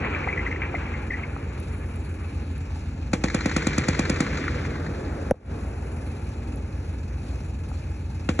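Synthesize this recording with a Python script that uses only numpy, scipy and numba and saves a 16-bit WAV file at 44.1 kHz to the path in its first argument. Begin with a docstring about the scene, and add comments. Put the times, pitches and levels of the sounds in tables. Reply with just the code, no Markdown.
"""A far gun rattles over two diesel engines idling close by, on a flat range at night.
Then a nearer machine gun fires bursts: each shot is a crack, a muzzle blast and a hiss of gas, which
banks and the plain reflect as a rolling echo. A ricochet whines past, and a knock on the phone's case
makes its limiter duck. The two microphone ports share the bass and part in phase above it."""
import sys
import numpy as np
from scipy import signal
from scipy.fft import rfft, irfft
from scipy.io import wavfile
from scipy.ndimage import uniform_filter1d, minimum_filter1d
from numba import njit

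SR = 44100
rng = np.random.default_rng(int(sys.argv[2]) if len(sys.argv) > 2 else 0)


def dump(signal):
    """Clip the signal to [-1, 1] and save it as 16-bit WAV at the path in sys.argv[1]."""
    limited = np.clip(np.atleast_2d(signal).T, -1, 1)
    pcm = np.round(limited * 32767).astype(np.int16)
    wavfile.write(sys.argv[1], SR, pcm)


N = 370440
TIME = np.arange(N) / SR
HZ = np.fft.rfftfreq(N, 1 / SR) + 1e-6

# Idling engines. Each row: cycle rate in Hz, a list of (harmonic number, rms level in dB).
ENGINE_HARMONICS = [(19.65, [(3, -36.5), (4, -37.5), (5, -42.5), (6, -48.5), (7, -51), (8, -53.5),
                    (10, -55), (11, -58), (12, -54.5), (14, -52.5), (16, -55.5)]), (21.5, [(2, -48.5),
                    (3, -39.5), (4, -35), (6, -46.5), (7, -52.5), (9, -54.5), (11, -52.5), (13, -52.5)])]
# Spectrum of engine roar and clatter. Each row: frequency in Hz, relative level in dB.
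ENGINE_SPECTRUM = [(30, -26), (50, 7.5), (90, 2.5), (200, 0), (320, -7), (500, -10.5), (900, -24.5),
                   (1600, -24.5), (2450, -26.5), (3000, -36.5), (4200, -30), (6200, -33), (7200, -31),
                   (7800, -34.5), (8800, -38), (10400, -38), (11300, -30.5)]
# Peaks and dips of the engine casing. Each row: centre in Hz, width in Hz, gain in dB.
CASING_RESONANCES = [(860, 116, 9.5), (1280, 200, 4), (1710, 50, 7), (1900, 120, -5), (2100, 44, 1.5),
                     (2420, 83, -2.5), (2540, 70, 3), (2745, 380, 10.5), (2730, 60, -7), (3730, 50, 6),
                     (4140, 44, 6.5), (4350, 50, -7), (4460, 41, 5.5)]
# Level of the faint high hiss above 8 kHz. Each row: time in seconds, gain in dB.
TREBLE_HISS_LEVEL = [(0, -3), (1.5, 3.5), (1.8, 9.5), (3, 1.5), (6.2, 6), (8.4, 4.5)]
# Faint ticks close by. Each row: start in seconds, level in dB.
TICK_EVENTS = [(1.6008, -36), (1.9594, -41), (2.58, -40), (6.5585, -40), (7.6869, -45)]
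# Distant pings: far shots, then late echoes of the near gun.
# Each row: start in seconds, level in dB, pitch in Hz, T60 in seconds.
DISTANT_PINGS = [(0.0416, -19.5, 1975, .05), (0.1087, -34, 2270, .05), (0.1444, -16, 2324, 0.0423),
                 (0.1622, -21, 1753, .05), (0.238, -16.5, 2290, .04), (0.279, -21, 2240, 0.047),
                 (0.2857, -17, 2036, .05), (0.296, -22, 2040, .04), (0.327, -17, 2303, 0.0567),
                 (0.374, -15, 1990, 0.0564), (0.392, -18.5, 2020, 0.066), (0.4637, -16, 1990, .07),
                 (0.479, -23, 2060, .04), (0.513, -18.5, 2080, .05), (0.5261, -11.5, 1980, 0.014),
                 (0.617, -12.5, 2330, .045), (0.634, -19, 1845, .05), (0.75, -16.5, 2086, .05),
                 (0.855, -25.5, 2223, 0.1), (0.9393, -22.5, 2130, .07), (1.1034, -17, 2000, 0.0533),
                 (1.119, -20, 1840, .03), (1.135, -20.5, 1970, 0.092), (1.2312, -21.5, 2176, 0.061),
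                 (4.44, -25, 1750, 0.0305), (4.544, -34, 1710, 0.036), (4.4787, -20, 1950, 0.0427)]
# Duller pops down range. Each row: start in seconds, level in dB, pitch in Hz.
DISTANT_POPS = [(0.274, -13.5, 780), (0.7424, -14, 700), (1.364, -20.5, 805), (4.481, -17, 1350),
                (7.715, -31, 785), (8.221, -35, 800)]
# Envelope of the far gun's echo. Each row: time in seconds, level in dB.
FAR_ECHO_LEVEL = [(0, -35), (1.2, -40.5), (1.6, -47.5), (2.6, -52), (3.1, -57)]
# Spectrum of that echo. Each row: frequency in Hz, relative level in dB.
FAR_ECHO_SPECTRUM = [(500, -12), (800, 1.5), (1100, 2.5), (1400, 3), (1900, 0.5), (2400, 3), (2750, -2.5),
                     (3300, -18.5), (4500, -22), (7000, -83)]
# Spectrum of the horizon's rumble. Each row: frequency in Hz, relative level in dB.
RUMBLE_SPECTRUM = [(60, -14), (130, -9.5), (300, -2.5), (550, -7.5), (1000, -17.5), (2400, -25.5),
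                   (3200, -41)]
# Reverberation of the plain. Each row: band centre in Hz, near ground gain in dB, its T60 in seconds,
# far ground gain in dB, its T60 in seconds.
PLAIN_BANDS = [(78, -2.5, 0.16, -13, 4.2), (138.4, -9, 0.2, -17, 5.1), (262.4, -7, 0.19, -14, 3.14),
               (440, -16.5, 0.47, -21, 4.3), (820, -2.5, 0.072, -29, 1.6), (1420, -16.5, 0.17, -22, 4.7),
               (2120, -14.5, 0.16, -12, 1.8), (3150, -20.5, 0.13, -33, 1.2), (4190, -12, 0.066, -27, 3.05),
               (6200, -30.5, 0.41, -22.5, 1.5), (7000, -19, 0.13, -27, 0.56)]
# Reflecting banks. Each row: echo delay in seconds, gain in dB ahead of the echo filter.
BANK_REFLECTIONS = [(.018, -17), (.178, -9.5), (0.274, -4), (0.304, -14), (.382, -17), (.5, -13),
                    (.658, -6.5)]
# Filter on the echoes of banks and posts. Each row: frequency in Hz, gain in dB.
ECHO_FILTER = [(500, -26), (900, -9), (1400, -8), (2000, -4), (2500, -9), (2900, -33), (4200, -11),
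               (5200, -25), (7100, -16.5), (8000, -41)]
# Spectrum of the muzzle gas. Each row: frequency in Hz, relative level in dB.
GAS_SPECTRUM = [(2500, -51), (3300, -9), (4300, 0.5), (5000, -2.5), (6000, -2.5), (7100, 4), (7900, -4),
                (10200, -8.5), (11000, -9.5)]
# Rings of the crack. Each row: frequency in Hz, T60 in seconds, gain in dB, dB added per dB of edge.
CRACK_RINGS = [(717, 0.025, -19, -0.1), (870, 0.041, -6, -0.44), (1025, 0.04, -13, -0.2),
               (1138, 0.046, -16, -0.82), (1346, 0.023, -5.5, -0.15), (1438, 0.025, -6.5, 0.32),
               (1530, 0.035, -3, -0.089), (1780, 0.027, -17, -0.076), (2015, 0.022, -17, 0.21),
               (2330, 0.045, 2, -0.36), (2790, 0.012, -9, 0.8), (2980, 0.0085, -15, 0.9),
               (3300, 0.0088, -21, 0.43)]
# Shots of the near gun. Each row: start in seconds, level in dB, extra gas hiss in dB,
# blast lag in milliseconds, edge of the crack in dB.
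NEAR_SHOTS = [(3.1321, -20.5, 1.5, 2.65, -3), (3.2383, -21, 1, 2.57, -2), (3.3443, -21.5, 3, 2.8, 0),
              (3.4567, -22.5, 1, 2.3, 1), (3.5632, -20.5, 1.5, 2.04, 4), (3.668, -22.5, 4, 2.2, 2),
              (3.7795, -21.5, 4, 2, 6), (3.8838, -22, 4.5, 2.34, -3), (3.9912, -24, 6.5, 2.5, -4),
              (4.096, -24, 7, 3.05, -8), (4.2035, -21.5, 2.5, 2.05, -2), (8.2888, -22.5, -8, 2.4, 15),
              (8.3905, -23.5, -5, 2.4, 10.5)]
# The two microphone ports. Each row: frequency in Hz, phase lag of the right in radians,
# diffuse coherence from 0 to 1, left minus right in dB.
PORT_RESPONSE = [(200, 0, .97, 0), (400, .45, .95, -3), (650, 1.4, .55, 4), (830, .5, .8, 1),
                 (1030, 1.5, .35, 2), (1200, -1.2, .6, 4), (1600, .3, .85, 1.5), (2300, .7, .8, 2.5),
                 (2950, 2.9, .6, 0), (3500, 6.9, .5, -3), (4200, 7.9, .6, 4), (4850, 9.4, .9, 0),
                 (5900, 12.5, 1, 0), (7300, 13.9, .8, 0), (8300, 15.7, 1, 0), (9600, 15.8, 1, 0),
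                 (11200, 17.7, .6, 0)]


def undb(db):
    """Decibels as an amplitude ratio."""
    return 10 ** (np.asarray(db) / 20)


def unit(x):
    """Scale to rms 1."""
    return x / np.sqrt(np.mean(x ** 2))


def curve(table):
    """Interpolate (seconds, value) rows at every sample."""
    return np.interp(TIME, *np.transpose(table))


def coloured(table, x):
    """Filter by (Hz, dB) points."""
    hz, db = np.transpose(table)
    return irfft(rfft(x) * undb(np.interp(np.log(HZ), np.log(hz), db)), N)


def band(x, hz, octaves):
    """Band-pass around hz."""
    edges = [hz * 2 ** (-octaves / 2), hz * 2 ** (octaves / 2)]
    return signal.sosfilt(signal.butter(2, edges, "band", fs=SR, output="sos"), x)


def walk(rate):
    """Smooth random drift, with rate new values a second and a spread near 1."""
    hold = int(SR / rate)
    steps = np.repeat(rng.standard_normal(N // hold + 1), hold)
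    return 1.384 * uniform_filter1d(uniform_filter1d(steps, hold), hold)[:N]


def add(out, s, sound):
    """Mix a short sound in at s seconds."""
    i = int(s * SR)
    out[i:i + len(sound)] += sound[:N - i]


def rise(t, rise_s):
    """Smooth onset from 0 to 1."""
    return 1 - np.exp(-(t / rise_s) ** 2)


def ring(hz, t60, rough=0.35, rise_s=0.00041, octaves=0.33):
    """A damped oscillation, roughened by a band of noise as by air turbulence."""
    t = TIME[:int(t60 * SR)]
    grit = unit(band(rng.standard_normal(len(t)), hz, octaves))
    decay = 1000 ** (-t / t60) - 1 / 1000
    return (np.sin(2 * np.pi * hz * t) + rough * grit) * decay * rise(t, rise_s)


def engines():
    """Periodic firing makes exhaust harmonics and modulates the clatter. Returns (direct, diffuse)."""
    exhaust, throb = 0, 0
    for cycle_hz, harmonics in ENGINE_HARMONICS:
        cycles = np.cumsum(cycle_hz * (1 + 0.00399 * walk(2.5))) / SR
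        for k, db in harmonics:
            amplitude = np.sqrt(2) * undb(db + 1.3 * walk(4))
            exhaust += amplitude * np.sin(2 * np.pi * (k * cycles + rng.random()))
        throb += np.exp(-(cycles % 1) / 0.71)
    casing_db = sum(db * np.exp(-((HZ - hz) / width) ** 2) for hz, width, db in CASING_RESONANCES)
    spectrum = rfft(unit(coloured(ENGINE_SPECTRUM, rng.standard_normal((2, N))))) * undb(casing_db)
    edges_hz = [0, 600, 1300, 2100, 3000, 4800, 6500, 8000, SR]
    roar, *clatter = (irfft(spectrum * ((HZ > lo) & (HZ <= hi)), N)
                      for lo, hi in zip(edges_hz, edges_hz[1:]))
    clatter[-1] *= undb(curve(TREBLE_HISS_LEVEL))
    # each band rattles on its own, and all surge together
    surge_db = 0.95 * walk(11)
    rattle = sum(part * undb(surge_db + 1.15 * walk(25) + .5 * walk(2.73)) for part in clatter)
    return exhaust, undb(-38 + walk(5.8)) * roar + unit(1 + 1.6 * throb) * undb(-38) * rattle


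def ticks():
    """Heavily damped high rings are heard as tiny bright ticks."""
    out = np.zeros(N)
    for s, db in TICK_EVENTS:
        add(out, s, undb(db) * ring(10130, 0.014, rough=0.94))
    return out


def distant_reports():
    """Absorption over distance dulls far shots and the near gun's late echoes to pings and pops.
    Returns these as direct sound, and the far gun's rolling echo as diffuse sound."""
    hits = np.zeros(N)
    for s, db, hz, t60 in DISTANT_PINGS:
        add(hits, s - .06 * t60, undb(db) * ring(hz, t60, rough=0.7, rise_s=0.11 * t60, octaves=0.3))
        grit = ring(2074, 0.021, rough=1, rise_s=0.002, octaves=1)
        add(hits, s - .001, undb(db - 10) * grit)
        echo_s = s + 0.014 + .02 * rng.random()
        echo_hz = hz * 2 ** (.12 * rng.standard_normal())
        add(hits, echo_s, undb(db - 13.5) * ring(echo_hz, 0.035, rough=1.2, rise_s=0.0035, octaves=.4))
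    for s, db, hz in DISTANT_POPS:
        pop = ring(hz, 0.023, rough=0.41, rise_s=0.0018, octaves=0.7)
        crack = ring(1270, 0.023, rough=0.86, rise_s=0.0012, octaves=0.24)
        add(hits, s - .001, undb(db) * (pop + undb(-9.5) * crack))
    hits = signal.sosfilt(signal.butter(8, 2700, fs=SR, output="sos"), hits)
    roll = unit(coloured(FAR_ECHO_SPECTRUM, rng.standard_normal((2, N))))
    roll *= undb(curve(FAR_ECHO_LEVEL) + 2.1 * walk(39.74))
    bass = unit(band(rng.standard_normal((2, N)), 330, 1.3)) * undb(-34) * 1000 ** (-TIME / 9.7)
    return hits, roll + bass


def ricochet(peak_s=4.735, peak_hz=2060, fall_octaves_per_s=3.1):
    """A tumbling bullet whines past: a fluttering tone that glides down in pitch."""
    t = TIME - peak_s
    hz = peak_hz * 2 ** (-fall_octaves_per_s * np.clip(t, -.5, .5))
    swell = np.exp(-(t / np.where(t < 0, .04, .075)) ** 2)
    level = swell * undb(-43 + 2.2 * walk(40))
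    return level * np.sin(2 * np.pi * np.cumsum(hz * (1 + 0.005 * walk(60))) / SR)


def knock(start_s=5.31, gain_db=8):
    """An impact excites the damped modes of the phone's case."""
    out = np.zeros(N)
    # the click
    add(out, start_s, undb(-34) * ring(10000, 0.01, rough=0.46, octaves=0.62))
    add(out, start_s, undb(-40) * ring(12510, 0.006, rough=0.4, octaves=0.2))
    add(out, start_s, undb(-20) * ring(1500, 0.018, rough=0.25))
    add(out, start_s, undb(-38) * ring(5700, 0.011, rough=0.72))
    add(out, start_s, undb(-31) * ring(2600, 0.013, rough=0.27))
    # hollow rings
    t = TIME[:int(.03 * SR)]
    swell = np.exp(-((t - .003) / 0.0038) ** 2)
    hollow = np.sin(2 * np.pi * 530 * t) - undb(-5.5) * np.sin(2 * np.pi * 770 * t) * np.exp(-t / .006)
    add(out, start_s + .0009, undb(-14) * ring(963, 0.025, rough=.1))
    add(out, start_s + .0009, swell * hollow)
    # a low rebound, then a small bounce
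    add(out, start_s + .0047, undb(22) * ring(225, 0.01, rough=0, rise_s=0.004))
    add(out, start_s + .0082, ring(60, 0.02, rough=0, rise_s=0.002))
    add(out, start_s + .032, undb(-26) * ring(520, 0.043))
    return undb(gain_db) * out


def horizon_rumble(rise_s=1, t60=12.14):
    """Incoherent returns from the horizon add in power, so the shots build a dull, lingering roar."""
    coarse_time = TIME[::441]
    shot_s, shot_db, *_ = np.transpose(NEAR_SHOTS)[:, :, None]
    age = np.maximum(coarse_time - shot_s, 0)
    each = undb(shot_db - 18) * rise(age, rise_s) * 1000 ** (-age / t60)
    level = np.interp(TIME, coarse_time, np.sqrt(np.sum(each ** 2, axis=0)))
    return level * undb(1.7 * walk(4.5)) * unit(coloured(RUMBLE_SPECTRUM, rng.standard_normal((2, N))))


def plain_echo():
    """Shots convolved with the plain's impulse response: near ground answers soon, far ground late."""
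    impulses = np.zeros((1, N))
    for s, shot_db, *_ in NEAR_SHOTS:
        impulses[0, int(s * SR)] = undb(shot_db)
    t = TIME[:3 * SR]
    response = 0
    for hz, near_db, near_t60, far_db, far_t60 in PLAIN_BANDS:
        lumps_db = 3.6 * walk(59.4)[:len(t)]
        late = rise(t, 0.26) * undb(far_db + lumps_db) * 1000 ** (-t / far_t60)
        soon = rise(t, 5.1 / hz) * undb(near_db) * 1000 ** (-t / near_t60)
        response += (soon + late) * unit(band(rng.standard_normal((2, len(t))), hz, 0.63))
    return signal.fftconvolve(impulses, response, axes=1)[:, :N]


def bank_echoes(post_count=50, posts_t60=1.15):
    """Banks reflect each shot, posts and humps scatter it; moving air makes each return differ."""
    distance, size = rng.random((post_count, 2)).T
    posts_s = .12 + 0.97 * distance
    posts_db = -6 - 2.6 * np.log(1 - size) - 60 * posts_s / posts_t60
    reflectors = [(s, db, .026) for s, db in BANK_REFLECTIONS]
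    reflectors += [(s, db, .016) for s, db in zip(posts_s, posts_db)]
    out = np.zeros(N)
    for shot_s, shot_db, *_ in NEAR_SHOTS:
        for delay_s, db, spread_s in reflectors:
            t = TIME[:int(spread_s * SR)]
            echo = rng.standard_normal(len(t)) * 1000 ** (-t / spread_s / 2) * np.minimum(t / .0035, 1)
            cutoff_hz = 8900 * .5 ** (delay_s / 0.36)  # air absorbs more treble on a longer path
            echo = signal.lfilter([1], [1, -np.exp(-2 * np.pi * cutoff_hz / SR)], echo)
            if shot_s + delay_s < TIME[-1]:
                add(out, shot_s + delay_s, undb(shot_db + db + 1.6 * rng.standard_normal()) * unit(echo))
    return coloured(ECHO_FILTER, out)


def gas_hiss():
    """Escaping gas makes broadband noise that starts with the crack and swells just after it."""
    t = TIME[:int(.02 * SR)]
    puff = (undb(-8.5) + np.exp(-((t - .0045) / 0.0012) ** 2)) / (1 + (t / 0.005) ** 4)
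    level = np.zeros(N)
    for s, shot_db, hiss_db, *_ in NEAR_SHOTS:
        add(level, s, undb(shot_db + hiss_db - 2.5) * puff)
    return level * unit(coloured(GAS_SPECTRUM, rng.standard_normal(N)))


def muzzle_blast():
    """Dispersion over soft ground delays the lows, so the pulse falls in pitch."""
    ms = TIME[:int(.03 * SR)] * 1000
    chirp = np.tanh(1.1 * np.sin(np.pi * 1.32 * ms ** .58))
    return chirp * (.36 + .72 * np.tanh(ms / 3.3)) / (1 + (ms / 7.5) ** 6)


def near_gun(bounce_s=0.001527, bounce_db=1):
    """Each crack interferes with its ground reflection; a blast follows. Returns (direct, diffuse)."""
    shots = np.zeros(N)
    for s, shot_db, _, lag_ms, edge_db in NEAR_SHOTS:
        for hz, t60, db, edge_share in CRACK_RINGS:
            level = undb(shot_db + db + edge_share * edge_db)
            crack = level * ring(hz * (1 + 0.004 * rng.standard_normal()), t60, rough=0.15)
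            add(shots, s, crack)
            add(shots, s + bounce_s, undb(bounce_db) * crack)
        blast_s = s + lag_ms / 1000
        add(shots, blast_s, undb(-10.1) * muzzle_blast())  # equally strong in every shot
        add(shots, blast_s - .00045, undb(-22.5) * ring(505, 0.06, rough=0.15))  # hollow ring
        add(shots, blast_s + .0024, undb(-24.5) * ring(310, 0.06, rough=0.1))  # lower bark
    hiss, roll = gas_hiss(), plain_echo()
    return shots + hiss + bank_echoes(), roll + horizon_rumble()


def ports(direct, diffuse):
    """Spaced ports receive sound with a phase lag; diffuse sound is only partly coherent in them."""
    hz, *columns = np.transpose(PORT_RESPONSE)
    lag, coherence, pan_db = (np.interp(HZ, hz, column) for column in columns)
    fade = np.minimum(np.minimum(TIME, TIME[::-1]) / .002, 1)
    common = rfft(direct * fade)
    own, other = rfft(diffuse * fade)
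    left = (common + own) * undb(pan_db / 2)
    right = common + coherence * own + np.sqrt(1 - coherence ** 2) * other
    right *= np.exp(-1j * lag) * undb(-pan_db / 2)
    side = (left - right) / 2 * np.interp(HZ, (170, 330), (.15, 1))  # the bass is nearly mono
    mesh = undb(np.interp(HZ, (10600, 11800), (0, -48)))  # the port mesh takes off the top
    return irfft(mesh * ((left + right) / 2 + np.array([side, -side])), N)


@njit
def limiter_gain(peak, ceiling, hold_samples, release):
    """Gain varies inversely with a peak envelope above the ceiling: instant attack, hold, release."""
    gain, envelope, wait = np.empty(len(peak)), 0., 0.
    for i in range(len(peak)):
        if peak[i] >= envelope:
            envelope, wait = peak[i], hold_samples
        elif wait > 0:
            wait -= 1
        else:
            envelope *= release
        gain[i] = min(1., ceiling / (envelope + 1e-9))
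    return gain


def scene():
    """Airborne sounds superpose at the ports; the structure-borne knock reaches both channels alike."""
    direct, diffuse = zip(near_gun(), distant_reports(), engines())
    return ports(sum(direct) + ricochet() + ticks(), sum(diffuse)) + knock()


def record(dry):
    """The microphone drops the deepest bass, a limiter ducks on peaks, and a low-pass cuts the top."""
    dry = signal.sosfilt(signal.butter(1, 30, "high", fs=SR, output="sos"), dry)
    release = float(undb(-170 / SR))  # 170 dB a second
    gain = limiter_gain(np.abs(dry).max(axis=0), ceiling=0.46, hold_samples=.1 * SR, release=release)
    gain = uniform_filter1d(minimum_filter1d(gain, size=41), size=41)
    return signal.sosfilt(signal.ellip(8, .2, 70, 13800, fs=SR, output="sos"), dry * gain)


dry = scene()
out = record(dry)
dump(out)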